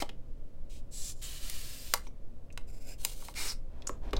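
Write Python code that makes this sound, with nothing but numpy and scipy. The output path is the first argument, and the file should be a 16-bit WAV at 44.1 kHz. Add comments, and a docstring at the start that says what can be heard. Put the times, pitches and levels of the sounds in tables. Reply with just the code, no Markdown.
"""A hobby knife cuts a piece off a block of stiff foam on a workbench, over a small workshop's low rumble.
After an opening knock, the blade plunges in at 0.9 s and slices; bursting cells hiss and squeal,
and the foam gives way with a snap at 1.9 s. A second pass from 2.7 s follows the kerf and snaps at 3 s.
The block slides aside over the cutting mat at 3.3 s and is set down around 4 s, ringing the bench.
Knife and fingers tick in between."""
import sys
import numpy as np
from scipy import signal
from scipy.fft import rfft, irfft
from scipy.io import wavfile
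from scipy.ndimage import map_coordinates

SR = 44100
rng = np.random.default_rng(int(sys.argv[2]) if len(sys.argv) > 2 else 0)


def output_pcm(signal):
    """Save a mono or channel-first signal as 16-bit PCM at the path in sys.argv[1].

    Samples are clipped to [-1, 1] before scaling.
    """
    pcm = np.clip(np.atleast_2d(signal).T, -1, 1) * 32767
    wavfile.write(sys.argv[1], SR, np.round(pcm).astype(np.int16))


N = 185175
TIME = np.arange(N) / SR
TAPS = 4096
HZ = np.fft.rfftfreq(TAPS, 1 / SR)


def gain_of(db):
    """Decibels to amplitude factor."""
    return 10 ** (np.asarray(db) / 20)


def unit_rms(x):
    """Scales to rms 1."""
    return x / np.sqrt(np.mean(x ** 2) + 1e-20)


def curve(points, hz):
    """Interpolates (Hz, value) points over log frequency."""
    point_hz, value = np.transpose(points)
    return np.interp(np.log(hz + 1), np.log(point_hz + 1), value)


def colour(x, db):
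    """Minimum-phase filter with gains db on the grid HZ."""
    log_gain = np.log(gain_of(np.r_[db, db[-2:0:-1]]))
    response = np.fft.ifft(np.exp(np.conj(signal.hilbert(log_gain)))).real
    return signal.oaconvolve(x, response)[:len(x)]


def noise(points):
    """Steady noise shaped by (Hz, dB) points; rms 1 above 20 Hz."""
    hz = np.fft.rfftfreq(N, 1 / SR)
    spectrum = rfft(rng.standard_normal(N)) * gain_of(curve(points, hz))
    return irfft(spectrum, N) / np.std(irfft(spectrum * (hz > 20), N))


def flutter(per_s):
    """Random wobble, rms near 1."""
    return np.interp(TIME * per_s, np.arange(N), rng.standard_normal(N))


def push(start_s, length_s, db, attack_s, rise_db):
    """Envelope of one push: the hand takes hold, leans in or tires, and eases off."""
    t = TIME - start_s
    release_s = min(0.06, 0.5 * length_s)
    attack = np.sin(np.pi / 2 * np.clip(t / attack_s, 0, 1))
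    release = np.sin(np.pi / 2 * np.clip((length_s - t) / release_s, 0, 1)) ** 2
    progress = np.clip(t / length_s, 0, 1)
    return attack * release * gain_of(db + rise_db * (progress - 0.5))


def crack(t60_s, edge):
    """A sharp first break of height edge, then a dying crumble; energy 1."""
    crumble = rng.standard_normal(TAPS * 2) * gain_of(-60 * TIME[:TAPS * 2] / t60_s)
    crumble[0] = edge
    return crumble / np.linalg.norm(crumble)


def ring(modes):
    """Decaying modes, each signed by where the blow lands; energy 1."""
    t = TIME[:TAPS * 2]
    sound = sum(rng.choice([-1, 1]) * gain_of(db - 60 * t / t60_s) * np.sin(2 * np.pi * hz * t)
                for hz, db, t60_s in modes)
    return sound / np.linalg.norm(sound)


def blow(sound, db, hz, octaves, skirt_db):
    """The contact favours a band around hz; db is the rms of the first 4 ms."""
    detuning = np.log2((HZ + 20) / hz) / octaves
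    shaped = colour(sound, -skirt_db * np.log1p(detuning ** 2))
    attack = shaped[:SR // 250]
    return gain_of(db) * shaped / np.sqrt(np.mean(attack ** 2))


def room_rumble(db=-45):
    """Steady low noise of the room."""
    # Each row: frequency in Hz, relative density in dB.
    spectrum = [(5, 2), (21, -5.5), (32, -13.5), (46, -26), (61, -16.5), (85, -33), (127, -26), (150, -36),
                (270, -35), (400, -43.5), (540, -39), (750, -51), (1600, -62), (16000, -77)]
    return gain_of(db) * noise(spectrum)


def room_echoes(x, wet_db=-13.5, delay_s=0.0046, echoes_per_s=4000):
    """Adds dense echoes from the cluttered bench and near walls; the mids last longest."""
    # Each row: frequency in Hz, T60 in seconds.
    decay = [(200, 0.098), (1500, 0.22), (5000, 0.17), (15000, 0.16)]
    t = TIME[:SR // 2]
    echoes = rng.standard_normal(len(t)) * (rng.random(len(t)) < echoes_per_s / SR) * (t > delay_s)
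    hz, frame_s, frames = signal.stft(echoes, SR, nperseg=256)
    fade = gain_of(-60 * frame_s / curve(decay, hz)[:, None])
    tail = signal.istft(frames * fade, SR, nperseg=256)[1]
    return x + gain_of(wet_db) * signal.fftconvolve(x, tail / np.linalg.norm(tail))[:N]


def jostling():
    """The hands jostle the bench: swells of deep noise."""
    # Each row: start and length in seconds, level in dB, attack in seconds, rise over the push in dB.
    jostles = [(3.891, 0.306, -40.5, .02, -4), (4.125, .14, -29.5, .05, 0)]
    # Each row: frequency in Hz, relative density in dB.
    spectrum = [(25, 3.5), (60, -1.5), (110, -20), (300, -26.5), (2000, -69.5)]
    return sum(push(*row) for row in jostles) * noise(spectrum)


def add(mix, start_s, sound):
    """Mixes a sound in at start_s."""
    part = mix[max(round(start_s * SR), 0):][:len(sound)]
    part += sound[:len(part)]


def tick(db, hz, octaves):
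    """A light contact that hardly rings."""
    return blow(crack(t60_s=0.026, edge=1.0), db, hz, octaves, skirt_db=12.0)


def ticks():
    """Light contacts of knife and fingers."""
    # Each row: start in seconds, level in dB, band centre in Hz, spread in octaves.
    contacts = [(.0935, -54, 3330, 0.11), (2.074, -56, 5700, .12), (2.503, -55.5, 2340, 0.3),
                (2.526, -57.5, 6500, 0.64), (3.3398, -52, 2985, 1.5), (3.821, -50, 3330, 0.61),
                (3.8703, -37, 6100, .5), (3.8728, -32.5, 6760, 0.17), (3.887, -45.5, 7140, 0.55),
                (4.108, -57, 4000, 0.8), (4.1654, -35.5, 4040, 0.36), (4.1928, -35, 3770, 0.52)]
    out = np.zeros(N)
    for start_s, db, hz, octaves in contacts:
        add(out, start_s, tick(db, hz, octaves))
    return out


def bench(db, hz, octaves):
    """A blow rings the bench and mat."""
    # Each row: frequency in Hz, relative level in dB, T60 in seconds.
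    modes = [(204, 0, 0.06), (298, 1.5, 0.029), (383, -3.5, 0.071), (492, -7, 0.16), (575, -3.5, 0.091),
             (714, -1.5, 0.03), (826, -6.5, 0.079), (958, -2.5, 0.057), (1106, 3.5, 0.031),
             (1320, 1.5, .025), (2015, -9, .05)]
    return blow(ring(modes) + 2.3 * crack(t60_s=0.011, edge=10.0), db, hz, octaves, skirt_db=9.0)


def knocks():
    """Things set down on the bench, each with a thud, a clack and a tick; the faint one at 2.07 s is the blade
    lifting off the mat."""
    # Each row: start in seconds, thud in dB, clack in dB, clack centre in Hz, tick in dB.
    landings = [(0.022, -34, -30, 800, -35), (.0924, -52.5, -53, 800, -43), (2.069, -53.5, -53, 890, -54),
                (3.872, -55, -47, 1300, -50), (3.8944, -38, -35.5, 1240, -59),
                (4.1327, -31.5, -33.5, 1190, -37)]
    out = np.zeros(N)
    for start_s, thud_db, clack_db, clack_hz, tick_db in landings:
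        thud = bench(thud_db, hz=407, octaves=0.65)
        clack = bench(clack_db, clack_hz, octaves=0.41)
        add(out, start_s, thud + clack + tick(tick_db, hz=2600, octaves=0.79))
    return out


def effort(kind):
    """Envelope of the hands' pushes on knife or block in one kind of stroke, summed by power."""
    # Each row: kind, start and length in seconds, level in dB, attack in seconds, rise in dB.
    pushes = [ ("slide", 0, 0.039, -43, 0.0014, -2.5), ("touch", 0.694, 0.13, -59.5, 0.01, 1),
              ("plunge", 0.907, 0.24, -46, 0.0608, 7.9), ("plunge", 1.15, 0.1, -64.5, .02, 3),
              ("slice", 1.214, .215, -47.5, .014, -4), ("slice", 1.375, .615, -48, .1, -7.5),
              ("touch", 2.01, 0.097, -64.5, .04, 2), ("kerf", 2.667, 0.068, -58, 0.034, 0),
              ("kerf", 2.72, .1, -62, .02, -2), ("kerf", 2.795, .1, -58.5, 0.025, 2),
              ("kerf", 2.858, .114, -51.5, .045, -4.5), ("finish", 2.976, 0.2, -48.5, .085, 0),
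              ("finish", 3.14, .205, -53.5, .04, 3), ("slide", 3.346, 0.21, -39, 0.063, -4),
              ("grip", 3.66, 0.344, -59.5, .16, 2), ("grip", 4.01, 0.13, -50.5, 0.046, 2),
              ("grip", 4.13, 0.15, -43, .02, 3.5)]
    return np.sqrt(sum(push(*row) ** 2 for name, *row in pushes if name == kind))


def near_reflections(x, path_s=0.0016, strength=0.2, drift=0.07):
    """Reflections off mat, hand and toolbox comb the hiss; their paths drift with the motion."""
    out = x.copy()
    for _ in range(3):
        delay_s = path_s * rng.uniform(0.5, 2) * (1 + drift * flutter(per_s=2))
        out += strength * map_coordinates(x, [np.arange(N) - delay_s * SR], order=3)
    return out


def stroke(kind, spectrum, resonances=(), cells_per_s=8000, grain_db=1.5, rub=0.84, judder_db=0.77):
    """Foam cells burst one by one over a smooth rub while the pressure judders."""
    sizes = gain_of(grain_db * np.minimum(rng.exponential(1, N), 5)) * rng.choice([-1, 1], N)
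    cells = unit_rms(sizes * (rng.random(N) < cells_per_s / SR))
    drive = (cells + rub * rng.standard_normal(N)) * gain_of(judder_db * flutter(per_s=140))
    peaks_db = sum(db / (1 + (2 * (HZ - hz) / width_hz) ** 2) for hz, width_hz, db in resonances)
    hiss = colour(drive, curve(spectrum, HZ) + peaks_db)
    return effort(kind) * unit_rms(near_reflections(hiss))


def handling():
    """The block rubs over the mat and fingers grip the offcut."""
    # Each row: frequency in Hz, relative density in dB.
    slide_spectrum = [(200, -1.5), (500, -3.5), (1500, -4), (2150, -1.5), (3100, -5.5), (4700, 2.5),
                      (6500, -2.5), (8600, -1.5), (11000, -9), (16000, -12)]
    grip_spectrum = [(150, 0.5), (450, 12.5), (1200, -1.5), (2200, -9), (4200, -14.5), (7000, -23.5),
                     (16000, -36.5)]
    return stroke("slide", slide_spectrum) + stroke("grip", grip_spectrum)


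def sing(hz, width_hz):
    """Random slips feed a broad resonance that follows the curve hz; rms 1."""
    low_pass = signal.butter(2, width_hz / 2, fs=SR, output="sos")
    slips = signal.sosfilt(low_pass, rng.standard_normal((2, N)))[:, :len(hz)]
    carrier = np.exp(2j * np.pi * np.cumsum(hz) / SR)
    return unit_rms((carrier * (slips[0] + 1j * slips[1])).real)


def singing():
    """Bands sing with a stroke; a harder push travels faster, so they glide faster."""
    # Each row: kind, first, last and width in Hz, level against the stroke in dB, rise in dB.
    bands = [("plunge", 7750, 7250, 750, -2.5, -2), ("slice", 3080, 2750, 260, -14.5, -12),
             ("slice", 3900, 5300, 800, -11.5, 3), ("slice", 10200, 9100, 1300, -14.5, 2),
             ("slice", 11000, 14000, 1700, -14.5, 9), ("kerf", 1400, 1630, 130, -18.5, 10),
             ("kerf", 2450, 2600, 450, -12, 8), ("slide", 2300, 2100, 370, -12, -19)]
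    out = np.zeros(N)
    for kind, first_hz, last_hz, width_hz, db, rise_db in bands:
        envelope = effort(kind)
        travel = np.cumsum(envelope) / envelope.sum()
        glide_hz = first_hz + (last_hz - first_hz) * travel
        out += envelope * gain_of(db + rise_db * (travel - 0.5)) * sing(glide_hz, width_hz)
    return out


def squeals(relative_width=0.17):
    """The foam sticks and slips: short squeals swell, glide and fade."""
    # Each row: middle and length in seconds, level in dB, first and last pitch in Hz.
    glides = [(1.25, 0.087, -47.5, 7300, 7700), (3.501, 0.071, -38.5, 5900, 5020)]
    out = np.zeros(N)
    for middle_s, length_s, db, first_hz, last_hz in glides:
        n = round(length_s * SR)
        squeal = sing(np.linspace(first_hz, last_hz, n), relative_width * first_hz)
        add(out, middle_s - length_s / 2, gain_of(db) * np.hanning(n) * squeal)
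    return out


def snaps(after_s=0.0014, after_db=-7.5):
    """The foam gives way: the block rings, a weaker break follows and the blade jolts the bench. The weaker,
    lower rows at 2.58, 3.22 and 3.28 s are the blade striking the mat, sounded the same way."""
    # Each row: start in seconds, level in dB, band centre in Hz, spread in octaves, jolt in dB.
    breaks = [(1.4983, -35.5, 9000, 2.3, -65), (1.938, -20, 5200, 1.65, -25.5),
              (2.5758, -39, 1950, 0.94, -49), (3.0494, -23.5, 9000, 2.7, -43),
              (3.2236, -53, 1100, 1.9, -49.5), (3.2843, -43.5, 1400, 1.2, -42.5)]
    # Each row: frequency in Hz, relative level in dB, T60 in seconds.
    block_modes = [(2125, -1, 0.017), (2900, -4.5, .014), (3954, 0, 0.012), (4930, 3.5, 0.011),
                   (5980, -2, 0.012), (6800, 0.5, 0.00865), (7440, 3, .010), (8600, 5.5, 0.0071),
                   (9346, 1.5, 0.011), (11040, -0.5, 0.0056), (14400, -11, .006)]
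    out = np.zeros(N)
    for start_s, db, hz, octaves, jolt_db in breaks:
        first = ring(block_modes) + crack(t60_s=0.021, edge=0.84)
        second = crack(t60_s=0.01, edge=1.0)
        add(out, start_s, blow(first, db, hz, octaves, skirt_db=7.5))
        add(out, start_s + after_s, blow(second, db + after_db, hz, octaves, skirt_db=10.0))
        add(out, start_s, bench(jolt_db, hz=960, octaves=0.5))
    return out


def cutting():
    """The first pass touches, plunges and slices; the second finds the kerf and finishes the cut."""
    # Hiss of each stroke. Each row: frequency in Hz, relative density in dB.
    touch_spectrum = [(900, -32), (1800, -17), (2300, 1), (4000, -0.5), (5200, -2.5), (8000, -1.5),
                      (11000, -10.5), (16000, -16)]
    plunge_spectrum = [(500, -24), (2100, -14), (4200, -1.5), (6200, 0.5), (8000, -3), (8600, -2.5),
                       (10800, -4), (11700, -10), (16000, -13)]
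    slice_spectrum = [(400, -11.5), (1200, -8), (2000, -3.5), (2900, -0.5), (4400, 1), (5900, -2.5),
                      (7600, 0.5), (9800, -3.5), (11300, -8), (15500, -6)]
    kerf_spectrum = [(600, 10.5), (1300, -10.5), (2300, -10), (3400, -6), (5000, -0.5), (8000, -0.5),
                     (11000, -2.5), (16000, -5.5)]
    finish_spectrum = [(500, 0.5), (1800, -7.5), (3000, 1), (4200, -0.5), (5800, -1.5), (9600, 3),
                       (10600, -7.5), (12500, -2), (16000, -4.5)]
    # Peaks lifted on the hiss: the first set are partials of the blade squeaking as it sticks and slips in the
    # kerf, the second ring through the finishing stroke. Each row: centre and width in Hz, lift in dB.
    squeak_partials = [(2320, 870, 13.5), (5050, 480, 10.5), (7420, 650, 11), (14300, 600, 3)]
    finish_resonances = [(4230, 300, 7.2), (6270, 280, 5.4), (10000, 190, 4.2)]
    return (stroke("touch", touch_spectrum)
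            + stroke("plunge", plunge_spectrum)
            + stroke("slice", slice_spectrum, grain_db=2.0)
            + stroke("kerf", kerf_spectrum, squeak_partials, cells_per_s=1700, judder_db=1.8)
            + stroke("finish", finish_spectrum, finish_resonances, cells_per_s=4100, judder_db=2.3))


def scene():
    """Knife, foam and hands in the room, over its rumble; mono."""
    background = room_rumble() + jostling()
    work = cutting() + singing() + squeals() + handling() + snaps() + knocks() + ticks()
    return (background + room_echoes(work))[None]


def record(dry):
    """Band limit and soft ends."""
    cutoff_hz = 15950
    low_pass = signal.firwin(511, cutoff_hz, window=("kaiser", 9), fs=SR)
    fades = signal.windows.tukey(N, 0.0015)
    return signal.oaconvolve(dry * fades, low_pass[None], "same")


dry = scene()
out = record(dry)
output_pcm(out)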